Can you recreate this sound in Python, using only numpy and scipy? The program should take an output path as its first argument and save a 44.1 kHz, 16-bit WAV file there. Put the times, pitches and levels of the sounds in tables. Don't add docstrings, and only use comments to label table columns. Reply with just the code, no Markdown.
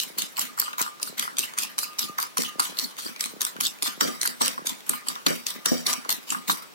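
import sys
import numpy as np
from scipy import signal
from scipy.fft import rfft, irfft
from scipy.io import wavfile
from scipy.ndimage import uniform_filter1d

SR = 44100
rng = np.random.default_rng(int(sys.argv[2]) if len(sys.argv) > 2 else 0)


def int16_out(signal):
    q = np.round(np.clip(np.atleast_2d(signal).T, -1, 1) * 32767)
    wavfile.write(sys.argv[1], SR, q.astype(np.int16))


N = 297234
TIME = np.arange(N) / SR
EDGE_HZ = 16150

# [f/Hz, level/dB per Hz]
AIR_COLOUR = [(25, -25), (85, -29), (150, -1), (220, 4), (400, 2.5), (700, -4), (1200, 0), (1900, -5.5),
              (4000, -6.5), (9000, -13.5), (16000, -14.5)]
# [f/Hz, t60/s]
KITCHEN_DECAY = [(150, 0.13), (500, 0.21), (1200, 0.49), (4000, 0.23), (9000, 0.15), (16000, 0.016)]
# [f/Hz, side minus mid/dB]
WIDTH = [(40, 10), (110, -1.5), (250, 13.5), (600, -2.5), (1100, 4), (2200, 1), (4400, 0), (15000, 0.5)]
# [f/Hz, depth/dB]
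SHIFT_DEPTH = [(300, 2.5), (2000, 4.5), (6000, 4), (12000, 6)]

# [f/Hz, level/dB, t60/s]
COUNTER_MODES = [(169, -2, .4), (237, 7, .28), (272, 4, .15), (335, 1, .15), (448, -5, .2), (488, -3, .2),
                 (636, -3, .18)]
# [f/Hz, level/dB, t60/s]
BOWL_MODES = [(1212, -1, 0.32), (2920, -8, 0.13)]
# [f/Hz, width/Hz, level/dB]
FORK_MODES = [(1300, 300, -8), (1700, 300, -4), (2280, 200, -5), (3050, 280, -3), (3820, 200, -2),
              (4750, 350, 0), (5450, 350, -1), (5760, 220, 1), (6350, 300, -13), (6950, 350, -7),
              (7920, 260, -3), (8900, 350, -6), (10400, 350, -5), (11200, 400, -11), (13550, 500, -9),
              (14550, 350, -7), (15400, 300, -10)]

# [f/Hz, level/dB per Hz]
BUMP_COLOUR = [(30, -47), (100, -52), (170, -3), (290, -26), (480, -1.5), (700, -7.5), (1500, -36),
               (4000, -62)]
SLOSH_COLOUR = [(30, -26), (85, -51), (130, -9), (175, 8.5), (250, 16), (330, 2), (430, -7), (700, -44),
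                (1500, -21)]
GURGLE_COLOUR = [(300, -15), (750, -4.5), (1020, 4.5), (1300, 2), (1650, 2), (2100, 4), (3500, -3)]
SWISH_COLOUR = [(500, -13), (1200, -23.5), (2200, -26), (2700, -0.5), (3150, 2), (3450, 4), (4300, 5.5),
                (6200, 1.5), (8200, 3.5), (11000, 2), (14000, 4), (16000, -18)]
CLICK_COLOUR = [(60, -71), (200, -7), (700, -16.5), (1200, -8.5), (2200, 2.5), (3800, 5), (4600, 8),
                (5050, 0), (5650, 5.5), (6400, 5.5), (7600, 4), (11000, 2), (16000, -4.5)]

# [t/s, level/dB]
SONGS = [(0.479, -45), (0.661, -41), (0.862, -38.5), (1.67, -46.5), (1.801, -54), (1.867, -35.5),
         (2.01, -40), (2.079, -39), (2.227, -41), (2.479, -35.5), (3.859, -44), (4.078, -38.5),
         (4.939, -40), (5.552, -43.5), (5.736, -47), (5.873, -34.5), (6.352, -40)]
# [t/s, level/dB, judder decay/s]
BUMPS = [(2.388, -28.5, 0.023), (4.019, -28, 0.05), (4.051, -28.5, 0.043), (4.083, -32, 0.035),
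         (4.279, -37, 0.0089), (4.413, -28, 0.083), (4.476, -55, 0.018), (4.9, -35.5, 0.01),
         (5.267, -23, 0.032), (5.306, -26.5, 0.03), (5.662, -32, 0.11), (5.718, -19.5, 0.034),
         (5.753, -37, 0.02), (5.873, -34, 0.023)]
# [t/s, level/dB, f/Hz]
GLUGS = [(0.189, -35, 300), (0.241, -37, 230), (0.433, -42, 270), (0.608, -50, 260), (1.037, -44, 288),
         (1.201, -46, 270), (1.4, -35, 280), (1.998, -47, 280), (2.043, -31, 230), (2.204, -47, 290),
         (2.609, -33, 288), (3.062, -34, 290), (3.213, -45, 290), (3.263, -37, 240), (3.422, -41, 290),
         (3.458, -47, 280), (3.618, -35, 280), (3.674, -36, 230), (3.836, -32, 280), (3.882, -39, 290),
         (4.238, -38, 280), (4.676, -40, 300), (4.702, -43, 290), (5.092, -37, 280), (5.123, -39, 240),
         (6.14, -39, 290), (6.322, -32, 290), (6.536, -33, 310)]
# [t/s, level/dB, blobs in a row]
GLOOPS = [(0.103, -44.5, 1), (0.17, -44.5, 1), (0.813, -36.5, 1), (1.1, -44, 2), (2.098, -38, 1),
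          (2.559, -41.5, 2), (2.698, -44.5, 2), (3.065, -45, 2), (3.339, -41, 2), (3.561, -41, 2),
          (3.979, -42.5, 1), (4.594, -41.5, 3), (5.561, -45.5, 2), (6.062, -43, 2)]
# [t/s, level/dB, f/Hz]
PLOPS = [(0.188, -34, 1200), (0.388, -23, 1060), (0.426, -35, 1130), (0.58, -28.5, 1195),
         (0.602, -35, 1160), (0.626, -26, 1290), (0.682, -26, 1210), (0.736, -31, 1320), (0.784, -25, 1140),
         (0.81, -23.5, 1200), (0.865, -29, 1180), (0.88, -31.0, 1180), (1.002, -38, 1230),
         (1.076, -33, 1310), (1.199, -34, 1330), (1.23, -27.5, 1460), (1.255, -32, 1240), (1.28, -26, 1270),
         (1.384, -34.0, 1180), (1.44, -33.5, 1230), (1.538, -37, 1190), (1.579, -28, 1270),
         (1.604, -32, 1250), (1.784, -27, 1160), (1.833, -28, 1350), (1.995, -37, 1290), (2.012, -37, 1320),
         (2.029, -36, 1200), (2.189, -20, 1140), (2.234, -28, 1110), (2.373, -21.5, 1070),
         (2.438, -31, 1210), (2.598, -16.5, 1040), (2.989, -32, 1240), (3.064, -34, 1270),
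         (3.164, -41.5, 1060), (3.21, -44, 1190), (3.26, -34.5, 1260), (3.409, -34.5, 1180),
         (3.451, -38, 1240), (3.468, -29, 1400), (3.568, -35, 1380), (3.609, -26, 1230), (3.653, -39, 1310),
         (3.825, -30, 1040), (3.862, -27.5, 1230), (3.887, -32.5, 1020), (4.012, -17, 1270),
         (4.051, -37, 1450), (4.077, -42, 1360), (4.233, -36, 1390), (4.256, -20.5, 1480),
         (4.413, -17.5, 1060), (4.469, -29, 1040), (4.581, -25, 1090), (4.673, -36, 1110),
         (4.873, -46, 1300), (4.898, -28.5, 1280), (4.937, -25, 1160), (5.071, -35.0, 1160),
         (5.103, -30, 1210), (5.163, -30, 1200), (5.267, -19.5, 1200), (5.659, -23.5, 1400),
         (5.881, -42, 1240), (5.94, -39, 1070), (6.052, -33, 1090), (6.095, -26, 1070),
         (6.112, -33.5, 1280), (6.325, -23.5, 1120), (6.35, -22.5, 1250), (6.499, -16, 1130)]
# [t/s, level/dB, f/Hz]
SNAPS = [(0.363, -47, 2540), (0.37, -33.5, 2950), (0.732, -39, 2220), (0.999, -47, 2240),
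         (1.093, -56, 12750), (1.37, -33.5, 2970), (1.538, -44, 2220), (1.672, -41, 2930),
         (1.933, -51, 3140), (2.968, -46, 2210), (3.163, -40, 2240), (3.566, -44.5, 2240),
         (3.788, -48, 2240), (4.732, -41, 4580), (4.807, -48, 2240), (5.156, -38, 5370), (6.049, -45, 4050),
         (6.387, -46, 3700)]
# [t/s, level/dB, clink f/Hz]
SKIPS = [(0.015, -33, 8400), (0.035, -30, 12300), (0.221, -25, 8900), (0.416, -26.5, 9500),
         (0.588, -32, 2370), (0.617, -28.5, 3960), (0.679, -49, 2240), (0.826, -26, 8600),
         (1.226, -32, 2250), (1.623, -30.5, 8700), (1.635, -27.5, 3160), (2.228, -28, 11700),
         (2.421, -26, 4690), (2.435, -32, 8480), (2.623, -35, 8800), (2.797, -27, 4130), (2.841, -34, 4310),
         (2.999, -52, 3320), (3.241, -29.5, 3490), (3.259, -33, 10500), (3.43, -35, 7550),
         (3.451, -24, 7700), (3.653, -27, 6200), (3.669, -26.5, 9600), (3.861, -35, 2240),
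         (3.879, -28.5, 3700), (4.232, -24.5, 3490), (4.26, -27.5, 2240), (4.276, -23.5, 10400),
         (4.461, -25, 10900), (4.481, -23.5, 9500), (4.695, -30, 4130), (5.306, -29, 8400),
         (5.506, -31.5, 8600), (5.781, -38, 5700), (5.931, -25, 5140), (5.937, -26.5, 3700),
         (6.127, -25.5, 11600), (6.322, -35, 4100), (6.518, -29, 3960), (6.528, -32, 9500)]
# [strike t/s, click level/dB, dip lead/s, touch level/dB, tine landing spread/s, drag/s,
#  swish level/dB, hollow f/Hz, pressure 0-1, clink f/Hz, clink prominence/dB]
STROKES = [(0.002, -29.5, 0.0013, -27, 0.0027, 0.023, -32.5, 3970, 0.08, 3570, 11.5),
           (0.186, -25.5, 0.006, -53, 0.0054, 0.035, -30.5, 3730, 0, 3060, 0),
           (0.3946, -23.5, 0.016, -47, .003, 0.025, -31, 3610, 0.1, 8100, 5),
           (0.6, -21, 0.023, -44, 0.0052, 0.06, -37, 3100, 0.1, 12700, 11.5),
           (0.8167, -22.5, 0.033, -33, 0.0045, 0.015, -32, 3090, 0, 9000, 11),
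           (1.03, -24.5, 0.012, -43, 0.0038, 0.048, -39, 4490, 0.05, 4770, 7),
           (1.196, -24, 0.014, -36, 0.0028, 0.036, -31, 1847, 0.1, 10900, 3),
           (1.392, -23, 0.0064, -22.5, 0.00094, 0.043, -33.5, 2890, 0.15, 6460, 1),
           (1.587, -23, 0.0083, -36, 0.0017, 0.043, -31.5, 3090, 0.14, 8850, 8),
           (1.7887, -22, 0.0062, -27.5, 0.0022, 0.055, -35, 2600, 0.05, 12600, -6),
           (1.993, -25.5, 0.0044, -32, 0.0037, 0.036, -31.5, 4600, 0.26, 5540, 10),
           (2.2021, -30.5, 0.017, -29.5, 0.0022, 0.017, -32.5, 4530, 0, 10940, -11),
           (2.382, -23, 0.0091, -27.5, 0.0041, 0.068, -33, 2890, 0.36, 10000, 4),
           (2.6019, -21, 0.005, -25.5, 0.0029, 0.052, -30.5, 3200, 0.22, 5560, -2),
           (2.789, -25, 0.017, -41, 0.0037, 0.056, -34.5, 4180, 0.06, 3950, 11),
           (2.986, -46, 0.003, -42, .003, 0.078, -38.5, 4760, 0.56, 2240, 3),
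           (3.209, -23.5, 0.013, -42, 0.002, 0.043, -33, 4330, 0.06, 5260, 15),
           (3.4177, -24, 0.0082, -29.5, 0.003, 0.051, -34, 4070, 0.22, 5600, 3),
           (3.61, -20.5, 0.0044, -29, 0.0016, 0.051, -31, 3630, 0, 5500, 2),
           (3.8302, -26.5, 0.0052, -24.5, 0.0019, 0.039, -31, 3500, 0.14, 10200, 2),
           (4.0102, -21.5, 0.004, -42, 0.0034, 0.069, -37, 3600, 1, 2240, 3),
           (4.2159, -26, 0.0019, -34, 0.0028, 0.051, -30.5, 4690, 0.15, 4940, 14.5),
           (4.4175, -23.5, 0.0085, -39, 0.0056, 0.045, -32, 3790, 0.85, 6200, -10),
           (4.6708, -26.5, 0.01, -46, 0.0057, 0.021, -33, 3720, 0.31, 3960, 3),
           (4.895, -19.5, 0.028, -48, 0.0027, 0.037, -36.5, 1973, 0.2, 8400, 13.5),
           (5.0862, -24, 0.017, -56, 0.0017, 0.013, -35.5, 2000, 0.59, 10650, 8),
           (5.268, -21, 0.0021, -23, 0.0045, 0.029, -33.5, 3500, 0.9, 4140, 5),
           (5.4678, -23, 0.0025, -55, 0.0011, 0.041, -33.5, 3670, 0.36, 6700, 9),
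           (5.66, -18.5, 0.003, -31, 0.0029, 0.11, -40.5, 3440, 1, 8100, 6),
           (5.868, -22, 0.004, -44, 0.0046, 0.044, -33, 3660, 0.85, 5150, 9),
           (6.1047, -26.5, 0.011, -25, 0.003, 0.013, -29, 4820, 0, 10800, -12),
           (6.3048, -24.5, 0.024, -53, 0.0035, 0.017, -32, 2850, 0.49, 7500, 14),
           (6.5003, -26, 0.019, -39, 0.0055, 0.011, -28, 4420, 0.56, 2970, 14)]


def amp(db):
    return 10 ** (np.asarray(db) / 20)


def unit(x):
    return x / np.sqrt(np.mean(x ** 2) + 1e-20)


def read(points, hz):
    f, value = np.transpose(points)
    return np.interp(np.log(hz + 1), np.log(f), value)


def add(mix, s, sound):
    at = round(s * SR)
    sound = sound[:, max(-at, 0):]
    part = mix[:, max(at, 0):][:, :sound.shape[1]]
    part += sound[:, :part.shape[1]]


def spread(pair, colour, bright_db=0):
    size = pair.shape[1]
    hz = np.fft.rfftfreq(size, 1 / SR)
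    tilt = read([(4000, -.5), (11000, .5)], hz)
    mid, side = rfft(pair) * amp(read(colour, hz) + bright_db * tilt)
    width = amp(read(WIDTH, hz))
    left_right = np.array([mid + width * side, mid - width * side]) / np.hypot(1, width)
    return irfft(left_right, size)


def ring(modes, side_db, detune=0, count=1, rise_s=0.0013):
    t = np.arange(SR * 2 // 3) / SR
    out = np.zeros((2, len(t)))
    for hz, db, t60_s in modes:
        tones_hz = hz * (1 + detune * rng.standard_normal((count, 1)))
        tones = np.exp(2j * np.pi * (tones_hz * t + rng.random((count, 1))))
        wave = tones.sum(0) * amp(db - 60 * t / t60_s) / np.sqrt(count)
        out += wave.real + amp(side_db) * wave.imag * np.array([[1], [-1]])
    return out / np.hypot(1, amp(side_db)) * (1 - np.exp(-(t / rise_s) ** 2))


def plop(db, hz, width_hz, low_cut_hz, slur_db, slur_s, side_db, linger_db=-13):
    t = np.arange(-1024, 5120) / SR
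    f = np.fft.rfftfreq(len(t), 1 / SR) + 1
    decay = np.exp(-abs(t) / slur_s) + amp(linger_db) * np.exp(-abs(t) / (4 * slur_s))
    dying = (t > 0) * decay
    slur = amp(slur_db) * dying / np.linalg.norm(dying) * rng.standard_normal((2, len(t)))
    drive = slur + (t == 0)
    colour = (1 + 1j * (f - hz) / width_hz) ** -2 / np.hypot(1, (low_cut_hz / f) ** 8)
    phase = np.exp(2j * np.pi * rng.random())
    mid_side_gain = np.array([[1], [1j * amp(side_db)]])
    mid, side = irfft(rfft(drive) * colour * phase * mid_side_gain, len(t))
    loudest = uniform_filter1d(mid ** 2 + side ** 2, size=256).max()
    return t[0], amp(db) * np.array([mid + side, mid - side]) / np.sqrt(loudest)


def tick(bright_db, ring_hz, ring_db, fall_s, stagger_s=0.0017, tick_db=9, ring_width_hz=900):
    rise_s, tick_s = .0012, .0004
    t = np.arange(-512, 1024) / SR
    landings = (np.arange(4)[:, None] + rng.random((4, 1))) / 4 - .5
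    slide = np.exp(np.where(t < 0, t / rise_s, -t / fall_s))
    ticks = np.exp(-abs(t - stagger_s * landings) / tick_s).max(0)
    noise = (slide + amp(tick_db) * ticks) * rng.standard_normal((2, len(t)))
    rasp = spread(noise, CLICK_COLOUR, bright_db)
    hz = np.fft.rfftfreq(len(t), 1 / SR)
    resonance = 1 + (amp(ring_db) - 1) / (1 + 2j * (hz - ring_hz) / ring_width_hz)
    rasp = irfft(rfft(rasp) * resonance, len(t))
    rasp /= np.sqrt(np.mean(rasp[:, abs(t) < .002] ** 2))
    return t[0], 3 * np.tanh(rasp / 3)


def shimmer(t60_s):
    uneven_db, shift = 2, .004
    t = np.arange(2 ** 14) / SR
    lines = np.zeros((2, len(t) // 2 + 1), complex)
    for (centre_hz, width_hz, db), (size, grip) in zip(FORK_MODES, rng.standard_normal((len(FORK_MODES), 2))):
        offset = rng.random(size=20) - rng.random(size=20)
        hz = centre_hz * (1 + shift * grip) + width_hz * offset
        at = np.clip(np.round(hz * len(t) / SR).astype(int), 0, len(t) // 2)
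        phases = np.exp(2j * np.pi * rng.random((2, len(at))))
        lines[:, at] += amp(db + uneven_db * size) * phases
    return unit(irfft(lines, len(t))) * amp(-60 * t / t60_s) * (1 - np.exp(-t / 0.0004))


def crackle(per_s, spread_db, wash, grain_s=0.007):
    level_db = spread_db * np.minimum(rng.exponential(1, N), 3)
    bursts = amp(level_db) * (rng.random(N) < per_s / SR)
    power = signal.lfilter([1], [1, -np.exp(-1 / (grain_s * SR))], bursts ** 2)
    return unit(np.sqrt(power / power.mean() + wash ** 2) * rng.standard_normal((2, N)))


def clumps(depth_db):
    clump_s = .014
    times = np.arange(0, N / SR + clump_s, clump_s)
    return unit(amp(depth_db * np.interp(TIME, times, rng.uniform(-1, 1, len(times)))))


def drag(level_db, press_db, rise_s, dip_db, fall_db_per_s, lag_s, swell_db, surge_s=0.0086):
    power = np.zeros(N)
    for strike, _, dip, _, _, length, swish_db, _, press, *_ in STROKES:
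        turns = np.array([-dip - rise_s, -dip, -min(surge_s, dip / 2), 0, length, length + .5])
        times = strike + lag_s + turns
        levels = [-53, dip_db, dip_db, -swell_db, swell_db, swell_db - fall_db_per_s / 2]
        db = np.interp(TIME, times, levels, left=-200, right=-200)
        live = db > -120
        power[live] += amp(db[live] + swish_db + level_db + press_db * press) ** 2
    return np.sqrt(power)


def air():
    return amp(-48.5) * unit(spread(rng.standard_normal((2, N)), AIR_COLOUR))


def kitchen(x):
    t = np.arange(SR * 3 // 4) / SR
    hz, when, z = signal.stft(rng.standard_normal((2, len(t))), SR, nperseg=256)
    decay = amp(-60 * when / read(KITCHEN_DECAY, hz)[:, None])
    tail = signal.istft(z * decay, SR, nperseg=256)[1][:, :len(t)]
    tail *= 1 - np.exp(-t / 0.00067)
    tail /= np.linalg.norm(tail, axis=1, keepdims=True)
    mid_side = np.array([x[0] + x[1], x[0] - x[1]]) / 2
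    mid, side = signal.fftconvolve(mid_side, tail, axes=1)[:, :N]
    return np.array([mid + side, mid - side])


def shifting_colour(x):
    hz, _, z = signal.stft(x, SR, nperseg=512, noverlap=384)
    patches = rng.standard_normal(z.shape[1:])
    for _ in range(2):
        patches = uniform_filter1d(patches, size=4, axis=0)
        patches = uniform_filter1d(patches, size=16, axis=1)
    gain = amp(np.clip(unit(patches), -3, 1.7) * read(SHIFT_DEPTH, hz)[:, None])
    gain /= np.sqrt(np.mean(gain ** 2, axis=1, keepdims=True))
    return signal.istft(z * gain, SR, nperseg=512, noverlap=384)[1][:, :N]


def bowl(level_db=7.5, swell_s=0.021, lead_s=0.012, stroke_db=-24):
    out = np.zeros((2, N))
    strikes = [(strike, db + stroke_db) for strike, db, *_ in STROKES]
    for s, db in SONGS + strikes:
        song = ring(BOWL_MODES, side_db=-5, detune=.011, count=8)
        swell = 1 - np.exp(-(TIME[:song.shape[1]] / swell_s) ** 2)
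        add(out, s - lead_s, amp(db + level_db) * swell * song)
    return out


def bumps(knock_db=2, knock_hz=340, knock_width_hz=200, nudge_db=-25, nudge_lag_s=0.0046, nudge_s=0.032):
    judder_db, boom_db = -12.5, -8.5
    out = np.zeros((2, N))
    t = np.arange(-SR // 100, SR // 5) / SR
    nudges = [(strike + nudge_lag_s, db + nudge_db, nudge_s) for strike, db, *_ in STROKES]
    for s, db, decay_s in BUMPS + nudges:
        lead_s, knock = plop(db + knock_db, knock_hz, knock_width_hz, low_cut_hz=142,
                             slur_db=4, slur_s=0.016, side_db=13)
        shape = np.exp(np.where(t < 0, t / 0.0024, -t / decay_s))
        judder = unit(spread(rng.standard_normal((2, len(t))), BUMP_COLOUR)) * shape
        add(out, s + lead_s, knock)
        add(out, s + t[0], amp(db + judder_db) * judder)
        add(out, s, amp(db + boom_db) * ring(COUNTER_MODES, side_db=11, detune=.015))
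    return out


def glugs(level_db=0, width_hz=130, early_s=0.00388):
    out = np.zeros((2, N))
    for s, db, hz in GLUGS:
        lead_s, sound = plop(db + level_db, hz, width_hz, low_cut_hz=175,
                             slur_db=-2, slur_s=.012, side_db=17.5)
        add(out, s + lead_s - early_s, sound)
    return out


def gloops(level_db=5, gap_s=.028):
    top_hz, end_hz = 1400, 150
    sink_s, swell_s = .0033, .0055
    out = np.zeros((2, N))
    t = np.arange(SR // 20) / SR
    shape = (t / swell_s * np.exp(1 - t / swell_s)) ** 3
    for s, db, blobs in GLOOPS:
        for k, (size, speed, phase) in enumerate(rng.random((round(blobs), 3))):
            sweep = np.exp(-t / sink_s * 2 ** (speed - .5))
            hz = (end_hz + (top_hz - end_hz) * sweep) * 2 ** ((size - .5) / 2)
            turns = np.cumsum(hz) / SR + phase + np.array([[0], [1 / 4]])
            add(out, s + k * gap_s - swell_s, amp(db + level_db) * shape * np.sin(2 * np.pi * turns))
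    return out


def plops(level_db=-1, slur_db=2, early_s=0.001986):
    out = np.zeros((2, N))
    for s, db, hz in PLOPS:
        lead_s, sound = plop(db + level_db, hz, width_hz=330, low_cut_hz=800,
                             slur_db=slur_db, slur_s=.007, side_db=12)
        add(out, s + lead_s - early_s, sound)
    return out


def snaps(level_db=0, bright_db=-4, ring_db=6):
    out = np.zeros((2, N))
    for s, db, hz in SNAPS:
        lead_s, rasp = tick(bright_db, hz, ring_db, fall_s=.0025)
        add(out, s + lead_s, amp(db + level_db + 6.0) * rasp)
    return out


def squelches(width_hz=550, fall_per_s=1.38, rise_s=0.0026, drain_s=0.0083, level_db=-1, press_db=-10,
              usual_drag_s=0.027):
    out = np.zeros((2, N))
    t = np.arange(-SR // 25, SR // 10) / SR
    shape = np.exp(np.where(t < 0, t / rise_s, -t / drain_s))
    smooth = signal.butter(2, width_hz / 2, fs=SR)
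    for strike, _, _, _, _, length, swish_db, hz, press, *_ in STROKES:
        noise = rng.standard_normal((2, len(t))) + 1j * rng.standard_normal((2, len(t)))
        flutter = signal.lfilter(*smooth, noise)
        turns = np.cumsum(hz * np.exp(-fall_per_s * t)) / SR
        band = unit((flutter * np.exp(2j * np.pi * turns)).real)
        gain = amp(swish_db + level_db + press_db * press) * length / usual_drag_s
        add(out, strike + length + t[0], gain * shape * band)
    return out


def egg():
    spray = unit(spread(crackle(per_s=480, spread_db=0.0, wash=0.13), SWISH_COLOUR))
    gurgle = unit(spread(crackle(per_s=210, spread_db=2.0, wash=0.14), GURGLE_COLOUR))
    slosh = unit(spread(crackle(per_s=140, spread_db=16.0, wash=0.55), SLOSH_COLOUR))
    spray = spray * clumps(depth_db=4)
    gurgle = gurgle * clumps(depth_db=6)
    spray_flow = drag(level_db=1.5, press_db=-4.5, rise_s=0.017, dip_db=-15,
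                      fall_db_per_s=346, lag_s=0, swell_db=1.0)
    gurgle_flow = drag(level_db=-9.0, press_db=9.0, rise_s=0.037, dip_db=8,
                       fall_db_per_s=162, lag_s=0.00053, swell_db=3.6)
    slosh_flow = drag(level_db=-19.5, press_db=10, rise_s=0.066, dip_db=6.5,
                      fall_db_per_s=165, lag_s=0.013, swell_db=7.5)
    return spray * spray_flow + gurgle * gurgle_flow + slosh * slosh_flow


def scrape(tick_db=-8):
    slips_per_s, spread_db = 420, 3.5
    sizes = amp(spread_db * np.minimum(rng.exponential(1, N), 3))
    slips = sizes * (rng.random(N) < slips_per_s / SR) * rng.choice([-1, 1], N)
    ringing = unit(signal.oaconvolve(slips[None], shimmer(t60_s=.09), axes=1)[:, :N])
    ticking = unit(spread(slips * rng.uniform(-1.08, 1, (2, N)), CLICK_COLOUR))
    ring_flow = drag(level_db=-17, press_db=22, rise_s=.004, dip_db=-30,
                     fall_db_per_s=170, lag_s=0, swell_db=-1)
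    tick_flow = drag(level_db=tick_db, press_db=7, rise_s=.015, dip_db=-12,
                     fall_db_per_s=337, lag_s=0, swell_db=-4.5)
    return ringing * ring_flow + ticking * tick_flow


def tines(bright_db=8, press_dull_db=10, touch_bright_db=0, skip_bright_db=3, skip_ring_db=6, skip_db=5,
          ping_db=-17, skip_ping_db=-14):
    ring_db, press_ring_db, ring_t60_s = -29, 23, .45
    out = np.zeros((2, N))
    for strike, db, dip, touch_db, landing_s, *_, press, clink_hz, clink_db in STROKES:
        touch = (strike - dip, touch_db, touch_bright_db)
        hit = (strike, db, bright_db - press_dull_db * press)
        for s, level_db, colour_db in [touch, hit]:
            lead_s, rasp = tick(colour_db, clink_hz, clink_db, fall_s=.004, stagger_s=landing_s)
            add(out, s + lead_s, amp(level_db + 6.5) * rasp)
        add(out, strike, amp(db + ping_db) * shimmer(t60_s=0.14))
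        add(out, strike, amp(db + ring_db + press_ring_db * min(press, 1)) * shimmer(ring_t60_s))
    for s, db, hz in SKIPS:
        lead_s, rasp = tick(skip_bright_db, hz, skip_ring_db, fall_s=.0025)
        add(out, s + lead_s, amp(db + skip_db) * rasp)
        add(out, s, amp(db + skip_ping_db) * shimmer(t60_s=0.068))
    return out


def scene():
    thuds = bumps()
    pops = glugs() + gloops() + plops()
    wet = squelches() + snaps() + egg()
    clicks = tines()
    echo = kitchen(amp(-9.0) * wet + amp(-10.5) * thuds + amp(-17) * pops)
    coloured = shifting_colour(wet + clicks + echo)
    return air() + bowl() + thuds + pops + scrape() + coloured


def record(dry):
    low_pass = signal.firwin(255, EDGE_HZ, window=("kaiser", 8), fs=SR)
    return signal.oaconvolve(dry, low_pass[None], "same", axes=1)


dry = scene()
out = record(dry)
int16_out(out)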